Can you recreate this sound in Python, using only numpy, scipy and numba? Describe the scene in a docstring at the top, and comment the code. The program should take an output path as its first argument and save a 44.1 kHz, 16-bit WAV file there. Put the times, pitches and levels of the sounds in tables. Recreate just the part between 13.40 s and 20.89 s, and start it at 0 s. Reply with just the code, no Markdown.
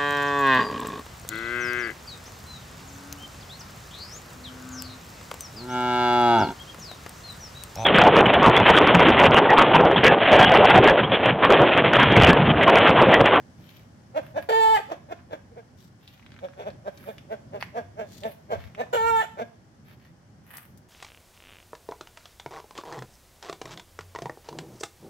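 """A low rumble of moving air and a faint background hiss, then sandals crunching over a gravel yard.
A hen, carried by the legs, clucks in runs and twice breaks into a loud squawk: pulses from her syrinx
ring her throat and beak. Stones click underfoot, a shed wall answers, and a few puffs of wind pass.
A phone a few metres away hears it on two ports, a little sooner on the left and duller on the right."""
import sys
import numpy as np
from scipy import signal
from scipy.fft import rfft, irfft, next_fast_len
from scipy.io import wavfile
from scipy.ndimage import uniform_filter1d
from numba import njit

SR = 44100
rng = np.random.default_rng(int(sys.argv[2]) if len(sys.argv) > 2 else 0)


def transcribe(u):
    """Save the signal u as a 16-bit wav file named by the first command-line argument.

    u: samples, shape (n,) or (channels, n), limited to [-1, 1]; the rate is SR.
    q: integer samples, one column per channel.
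    """
    v = np.clip(np.atleast_2d(u).T, -1, 1)
    q = np.round(v * 32767).astype(np.int16)
    wavfile.write(sys.argv[1], SR, q)


N = 330163
T = np.arange(N) / SR
TOP_HZ = 15900  # ceiling for the hen's harmonics and for the phone


def undb(db):
    """Decibels to gain."""
    return 10 ** (np.asarray(db) / 20)


def unit(x):
    """Scale to an rms of one."""
    return x / np.sqrt(np.mean(x ** 2) + 1e-20)


def curve(points, at):
    """Read a breakpoint curve, with straight lines between its points."""
    return np.interp(at, *np.transpose(points))


def smooth_step(t, rise_s):
    """Ease from zero to one as t passes zero."""
    return .5 + .5 * np.tanh(t / (2 * rise_s))


def add(out, start, x):
    """Mix x into out from a start in seconds."""
    i = max(int(start * SR), 0)
    out[..., i:i + x.shape[-1]] += x[..., :N - i]


def wander(n, rate):
    """Smooth random drift with an rms of one and about rate turns a second."""
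    points = rng.standard_normal(int(n * rate / SR) + 3)
    drift = np.interp(np.arange(n) * rate / SR, np.arange(len(points)), points)
    return unit(uniform_filter1d(drift, int(SR / rate / 2) + 1))


def colour(x, eq, lag=None):
    """Equalise a sound by (Hz, dB) points and delay it by (Hz, ms) points."""
    hz, db = np.transpose(eq)
    size = next_fast_len(N + 2048)
    f = np.maximum(np.fft.rfftfreq(size, 1 / SR), 1)
    gain = undb(np.interp(np.log(f), np.log(hz), db))
    lag_ms = curve(lag, f) if lag else 0
    delay = np.exp(-2j * np.pi * f * lag_ms / 1000)
    return irfft(rfft(x, size) * delay * gain, size)[..., :N]


@njit
def svf(x, tuning, damping):
    """State-variable band-pass whose tuning may move."""
    out, mid, low = np.empty(len(x)), 0., 0.
    for i in range(len(x)):
        g = tuning[i]
        ring = (mid + g * (x[i] - low)) / (1 + g * (g + damping[i]))
        mid, low = 2 * ring - mid, low + 2 * g * ring
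        out[i] = damping[i] * ring
    return out


def band(x, hz, width_hz):
    """A resonance with a gain of one at its centre."""
    hz = np.minimum(hz, .45 * SR) * np.ones(len(x))
    return svf(x + 1e-18, np.tan(np.pi * hz / SR), width_hz / hz)


def steep(x, hz, width_hz):
    """A resonance applied twice, for dark valleys on either side."""
    return band(band(x, hz, width_hz), hz, width_hz)


# The rumble's tone. Each row: frequency in Hz, relative level in dB.
RUMBLE_EQ = [(18, -79), (30, -38), (40, -34), (50, -10.5), (102, 3.5), (215, -3), (246, -2.5), (269, -8.5),
             (341, -10.5), (529, -21), (600, -14.5), (780, -48), (1320, -120)]
# The fader ride of the moving air. Each row: time in seconds, level in dB before trim.
AIR_RIDE = [(0.0, -51.5), (1.4, -53), (2.67, -57), (3.11, -52.5), (5.76, -52.5), (6.11, -56.5),
            (7.49, -58.5)]


def air_rumble(trim_db=2):
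    """Moving air lays down a low, wavering bed, mostly shared by both ports."""
    noise = rng.standard_normal(N) + 0.36 * rng.standard_normal((2, N))
    level_db = curve(AIR_RIDE, T) + trim_db + 1.74 * wander(N, 14)
    return unit(colour(noise, RUMBLE_EQ)) * undb(level_db)


# The tone of the background hiss, with the microphone's own resonance near 5 kHz.
# Each row: frequency in Hz, relative level in dB.
HISS_EQ = [(260, -47), (450, -31), (514, -0.5), (570, -11.5), (642, -6.5), (814, -3), (889, -7.5),
           (1230, -10.5), (1710, -10.5), (2620, -20), (3040, -16.5), (3740, -21.5), (5500, -14),
           (15500, -36)]


def background_hiss(db=-62, follow=0.59):
    """A faint, wide hiss that follows a share of the rumble's rise and fall."""
    air_db = curve(AIR_RIDE, T)
    noise = 0.18 * rng.standard_normal(N) + rng.standard_normal((2, N))
    level_db = db + follow * (air_db - air_db.mean()) + 0.46 * wander(N, 1.8)
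    return unit(colour(noise, HISS_EQ)) * undb(level_db)


# Footfalls. Each row: peak time in seconds, half length in seconds, body level in dB,
# body centre in Hz, crisp top in dB against the body.
FOOTFALLS = [ (0.318, 0.096, -59.5, 2880, -4.5), (0.865, 0.046, -59, 1200, -7),
             (1.027, 0.023, -55.5, 1470, -4.5), (1.791, 0.029, -61.5, 1160, -21),
             (2.429, 0.042, -59.5, 4970, -7), (2.706, 0.08, -62, 2750, -5.5),
             (2.982, 0.19, -65.5, 1540, -15), (3.654, 0.092, -55.5, 1500, -3.5),
             (4.225, 0.021, -46.5, 1350, -8), (4.754, 0.073, -55, 4950, -8), (4.892, .05, -59.5, 2600, 3),
             (5.218, 0.071, -56, 1890, -10.5), (6.504, .035, -56, 1620, -6), (6.645, .05, -66, 1795, -9.5),
             (7.163, 0.067, -50.5, 1270, -1)]


def gravel_crunches(grains_per_s=2500):
    """Each sole presses into gravel and dry leaves and sets off a cloud of tiny grains."""
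    out = np.zeros((2, N))
    for peak, half, db, hz, crisp_db in FOOTFALLS:
        t = np.arange(-2 * half, 3 * half, 1 / SR)
        envelope = np.exp(-(t / half) ** 2) * undb(db)
        hits = rng.random(len(t)) < grains_per_s / SR
        grains = hits * undb(4.9 * np.minimum(rng.exponential(size=len(t)), 4))
        shared = rng.standard_normal(len(t))
        for side in out:
            grit = grains * (shared + rng.standard_normal(len(t)))
            body = unit(band(band(grit, hz, hz), hz, 4 * hz))
            crisp = undb(crisp_db) * unit(band(grit, 12400, 7000))
            add(side, peak + t[0], (body + crisp) * envelope)
    return out


def syrinx(hz, rough, jitter, shimmer_db, rasp=.6):
    """A sharp pulse each cycle; roughness unsettles its timing and size and lets turbulence through."""
    n = len(hz)
    phase = 2 * np.pi * np.cumsum(hz * (1 + jitter * rough * wander(n, 300))) / SR
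    pulses = unit(sum(np.cos(k * phase) for k in range(1, int(TOP_HZ / hz.mean()))))
    turbulence = unit(rng.standard_normal(n) * (1 + np.cos(phase)) ** 2)
    return pulses * undb(shimmer_db * rough * wander(n, 300)) + rasp * rough * turbulence


# Upper formants of windpipe and throat. Each row: centre in Hz, width in Hz,
# then gain in dB for a cluck, for the first squawk and for the second.
FORMANTS = [(1350, 100, -38.5, -19, -11.5), (1625, 89, -11.5, -17, -16.5), (2180, 380, -19.5, -22, -24.5),
            (2640, 63, -27, -29.5, -27.5), (3027, 180, -27, -20.5, -20), (3440, 218, -23.5, -23.5, -23.5),
            (4530, 190, -32.5, -25.5, -47), (5770, 510, -31, -37, -37), (7170, 500, -34.5, -33.5, -28.5),
            (7950, 310, -50, -33.5, -34.5), (12030, 6600, -43.5, -43, -42.5)]


def throat(source, call, stretch=1):
    """The throat rings for a cluck (call 0) or a squawk (1, 2); a longer neck lowers its formants."""
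    return sum(undb(gains_db[call]) * steep(source, hz / stretch, width_hz)
               for hz, width_hz, *gains_db in FORMANTS)


# The runs of clucks. Each row: peak time in seconds, fall in seconds, top pitch in Hz, level in dB,
# strain from 0 to 1.
CLUCK_CUES = [ (.777, 0.015, 312.8, -21, 0.52), (.978, 0.017, 311.6, -23.5, 0.7),
              (1.522, 0.021, 345, -29, 1), (1.718, 0.014, 335.9, -32, 1), (1.932, 0.02, 322.2, -32.5, 0.98),
              (2.126, 0.0054, 240.4, -49, 0), (2.184, 0.018, 240.5, -39, 0.5),
              (3.045, 0.019, 191.9, -31, 0.38), (3.203, 0.036, 210.1, -36, 0.99),
              (3.275, 0.017, 205.3, -29.5, 0.42), (3.479, 0.011, 206.1, -28, 0.48),
              (3.69, 0.017, 219, -32, 0.43), (3.925, 0.018, 223.5, -29, 0.36),
              (4.151, 0.025, 211.8, -32.5, 0.66), (4.374, 0.023, 238.6, -27, 0.46),
              (4.599, 0.03, 226.1, -29.5, .42), (4.856, 0.027, 224.4, -27.5, 0.4),
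              (5.124, 0.025, 232.2, -25, 0.71), (5.403, 0.024, 234.2, -25, 0.74),
              (5.995, .015, 221, -31, 0.88), (6.02, 0.0095, 234.5, -28, .1)]


def clucks(rise_s=.0175, neck_spread=.03):
    """Short pushes of air bend pitch and beak; strain makes them rougher, broader and brighter."""
    out = np.zeros(N)
    t = np.arange(-.06, .09, 1 / SR)
    for peak, fall_s, hz, db, strain in CLUCK_CUES:
        pressure = np.exp(-np.abs(t / np.where(t < 0, rise_s, fall_s)) ** 1.534)
        pitch = hz * (1 - 0.18 * (1 - pressure) ** 2)
        source = pressure * syrinx(pitch, strain, jitter=.07, shimmer_db=3.5)
        open_hz = 591 + 4.5 * (db + 25.5)  # a louder cluck opens the beak wider
        beak = steep(source, open_hz * (1 - 0.025 * (1 - pressure)), width_hz=100 + 280 * strain)
        neck = undb(-15.5) * steep(source, hz, 80)  # the neck radiates the fundamental
        stretch = 1 + neck_spread * rng.standard_normal()
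        formants = throat(source * pressure ** 0.04, call=0, stretch=stretch)
        voice = beak + neck + undb(-13.5 + 13 * strain) * formants
        peak_rms = np.sqrt(np.sum(voice ** 2) / np.sum(pressure ** 2))
        add(out, peak + t[0], voice / peak_rms * undb(db))
    return out


# The two squawks. Each row: start in seconds, seconds until the beak gapes, seconds until the voice
# breaks, then level in dB and brightness in dB of the clean note before the gape.
SQUAWK_CUES = [(1.086, 0.14, .271, -18, -12.5), (5.526, 0.23, .278, -22.5, -7)]
# One pitch line for each squawk. Each point: scene time in seconds, held pitch in Hz.
SQUAWK_LINES = [
    [(1.115, 454.4), (1.137, 441.3), (1.181, 445.7), (1.265, 439.5), (1.329, 443.8), (1.355, 431.5)],
    [(5.565, 465), (5.579, 448), (5.607, 448), (5.649, 458), (5.685, 458.5), (5.81, 441.9)],
]


def squawks(crack_s=.039, crack_db=-21.5, break_s=.021, croak_s=.024, close_s=.05, release_s=.058,
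            sag_hz_per_s=1100, fade_db_per_s=351.5):
    """Each cry cracks open, locks on a clean pitch, brightens as the beak gapes, then breaks and sags."""
    out = np.zeros(N)
    for i, (start, gape_s, hold_s, db, bright_db) in enumerate(SQUAWK_CUES):
        t = np.arange(0, hold_s + release_s, 1 / SR)
        locked = smooth_step(t - crack_s, rise_s=.0033)
        gape = smooth_step(t - gape_s, rise_s=.015)
        since_break = np.maximum(t - hold_s, 0)
        rough = np.clip(.06 + .7 * (1 - locked) + since_break / break_s, 0, 1)
        hz = curve(SQUAWK_LINES[i], start + t) - sag_hz_per_s * since_break
        source = syrinx(hz * (1 + .002 * wander(len(t), 60)), rough, jitter=.08, shimmer_db=4)

        shut_hz, lock_hz, wide_hz = 600, 709, 815  # the beak's resonance climbs as it opens
        open_hz = lock_hz + (wide_hz - lock_hz) * gape
        opening = locked * np.clip(1 - since_break / close_s, 0, 1)
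        beak = steep(source, shut_hz + (open_hz - shut_hz) * opening, 300)
        throat_db = bright_db + 10 * gape * (1 - rough) + 11.5 * rough + 2.7 * wander(len(t), 29)
        formants = undb(throat_db) * throat(source, call=i + 1)
        neck = undb(-12.5) * (1 - rough) * steep(source, 573, 180)  # carries the clean fundamental
        breaking = np.exp(-((t - hold_s - croak_s / 2) / croak_s) ** 2)
        croak = undb(-6.5) * breaking * steep(source, 1857, 300)

        cry = beak + formants + neck + croak
        cry /= np.sqrt(uniform_filter1d(cry ** 2, int(.012 * SR)) + 1e-12)  # flatten before shaping
        level_db = crack_db * (1 - locked) + (db + 1.06 * gape) * locked - fade_db_per_s * since_break
        edge_fades = np.clip(t / .0063, 0, 1) * np.clip((t[-1] - t) / .015, 0, 1)
        add(out, start, cry * edge_fades * undb(level_db))
    return out


# Stones, twigs and sandal slaps. 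Each row: start in seconds, peak level in dB, centre in Hz.
CLICK_CUES = [(2.677, -35.5, 2820), (3.303, -37, 2160), (3.575, -37.5, 3620), (3.782, -30.5, 2250),
              (4.211, -29, 1980), (4.2257, -16.5, 1060), (4.835, -27.5, 3000), (5.349, -32.5, 1650),
              (7.17, -24, 11300), (7.375, -37, 9600)]


def stone_clicks(cues, t60_s=.0036):
    """Single stones, twigs and sandals snap underfoot, each a tiny burst of band-passed noise."""
    out = np.zeros(N)
    t = np.arange(0, .05, 1 / SR)
    for start, db, hz in cues:
        burst = rng.standard_normal(len(t)) * undb(-60 * t / t60_s)
        snap = steep(burst, hz, 1.51 * hz)
        add(out, start, snap / np.abs(snap).max() * undb(db))
    return out


def shuffle_cues(count=11, from_s=2.79, to_s=3.15, db=-42, hz=1420):
    """Click cues for small stones that shift one after another under shuffling feet."""
    times = from_s + (to_s - from_s) * (np.arange(count) + rng.random(count)) / count
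    return [(start, db + 4 * force, hz * 2 ** (0.23 * smallness))
            for start, (force, smallness) in zip(times, rng.uniform(-1, 1, (count, 2)))]


# Puffs of wind. Each row: peak time in seconds, half length in seconds, level in dB before port trim.
PUFF_CUES = [(5.175, 0.03, -36), (5.26, 0.05, -45.5), (5.692, 0.061, -39.5)]


def wind_puffs(port_trims_db=(2, -4)):
    """Wind buffets each port with its own low flutter, harder on the left."""
    gusts = sum(undb(db) * np.exp(-((T - peak) / half) ** 2) for peak, half, db in PUFF_CUES)
    flutter = [undb(db) * unit(steep(rng.standard_normal(N), 88, 47)) for db in port_trims_db]
    return gusts * np.array(flutter)


def scatter(x, envelope):
    """Many small reflections under one envelope, different at each port."""
    response = unit(envelope) * rng.standard_normal((2, len(envelope))) / np.sqrt(len(envelope))
    return signal.fftconvolve(x[None], response, axes=1)[:, :N]


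def ground_reflections(x, swing_s=.14, decay_s=.0087):
    """Sound glances off nearby stones; each pattern fades into the next as the hen swings."""
    out, hop = np.zeros((2, N)), int(swing_s * SR)
    envelope = np.exp(-np.arange(0, .06, 1 / SR) / decay_s)
    crossfade = np.sin(np.pi * np.arange(2 * hop) / (2 * hop))
    for i in range(0, N, hop):
        piece = x[i:i + 2 * hop]
        add(out, i / SR, scatter(piece * crossfade[:len(piece)], envelope))
    return out


def yard(x, t60_s=.38, wall_s=.135):
    """Stones scatter the treble at once; the shed returns a smeared echo and the trees a short tail."""
    t = np.arange(0, .8, 1 / SR)
    trees = undb(-14.5) * scatter(x, undb(-60 * t / t60_s) * np.clip(t / 0.039, 0, 1))
    shed = undb(-31.5) * scatter(x, np.exp(-((t - wall_s) / 0.029) ** 2))
    near = colour(ground_reflections(x), [(500, -15), (950, -12), (1500, 1), (12000, 1)])
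    far = colour(trees + shed, [(200, -8.5), (700, -2), (1800, 4), (4000, 6), (12000, 6)])
    return near + far


# The voice bends round the phone to the right port. Each row: frequency in Hz, lag in milliseconds.
HEN_LAG = [(900, 0.38), (1500, 0.501)]


def ports(x, lag):
    """The sound reaches the left port first and the right after a lag given as (Hz, ms) points."""
    return np.array([x, colour(x, eq=[(1, 0)], lag=lag)])


def scene():
    """The hen a little to the left and the steps near the centre, in the yard, over a bed of air."""
    hen = squawks() + clucks()
    steps = gravel_crunches() + ports(stone_clicks(CLICK_CUES + shuffle_cues()), lag=[(0, 0.028)])
    bed = air_rumble() + background_hiss() + wind_puffs()
    return bed + steps + ports(hen, HEN_LAG) + yard(hen + steps[0])


# The tone of the shaded right port. Each row: frequency in Hz, gain in dB.
SHADED_PORT_EQ = [(100, 0), (900, 2), (2000, 2), (3400, -1), (4600, -3.5), (7000, -27.5), (9500, -7.5),
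                  (12500, -3.5), (15500, -13)]


def record(dry):
    """The shaded right port is duller, and the phone cuts the very top from both sides."""
    sound = np.array([dry[0], colour(dry[1], SHADED_PORT_EQ)])
    top_cut = signal.ellip(10, .2, 80, TOP_HZ, fs=SR, output="sos")
    return signal.sosfilt(top_cut, sound)


dry = scene()
out = record(dry)
transcribe(out)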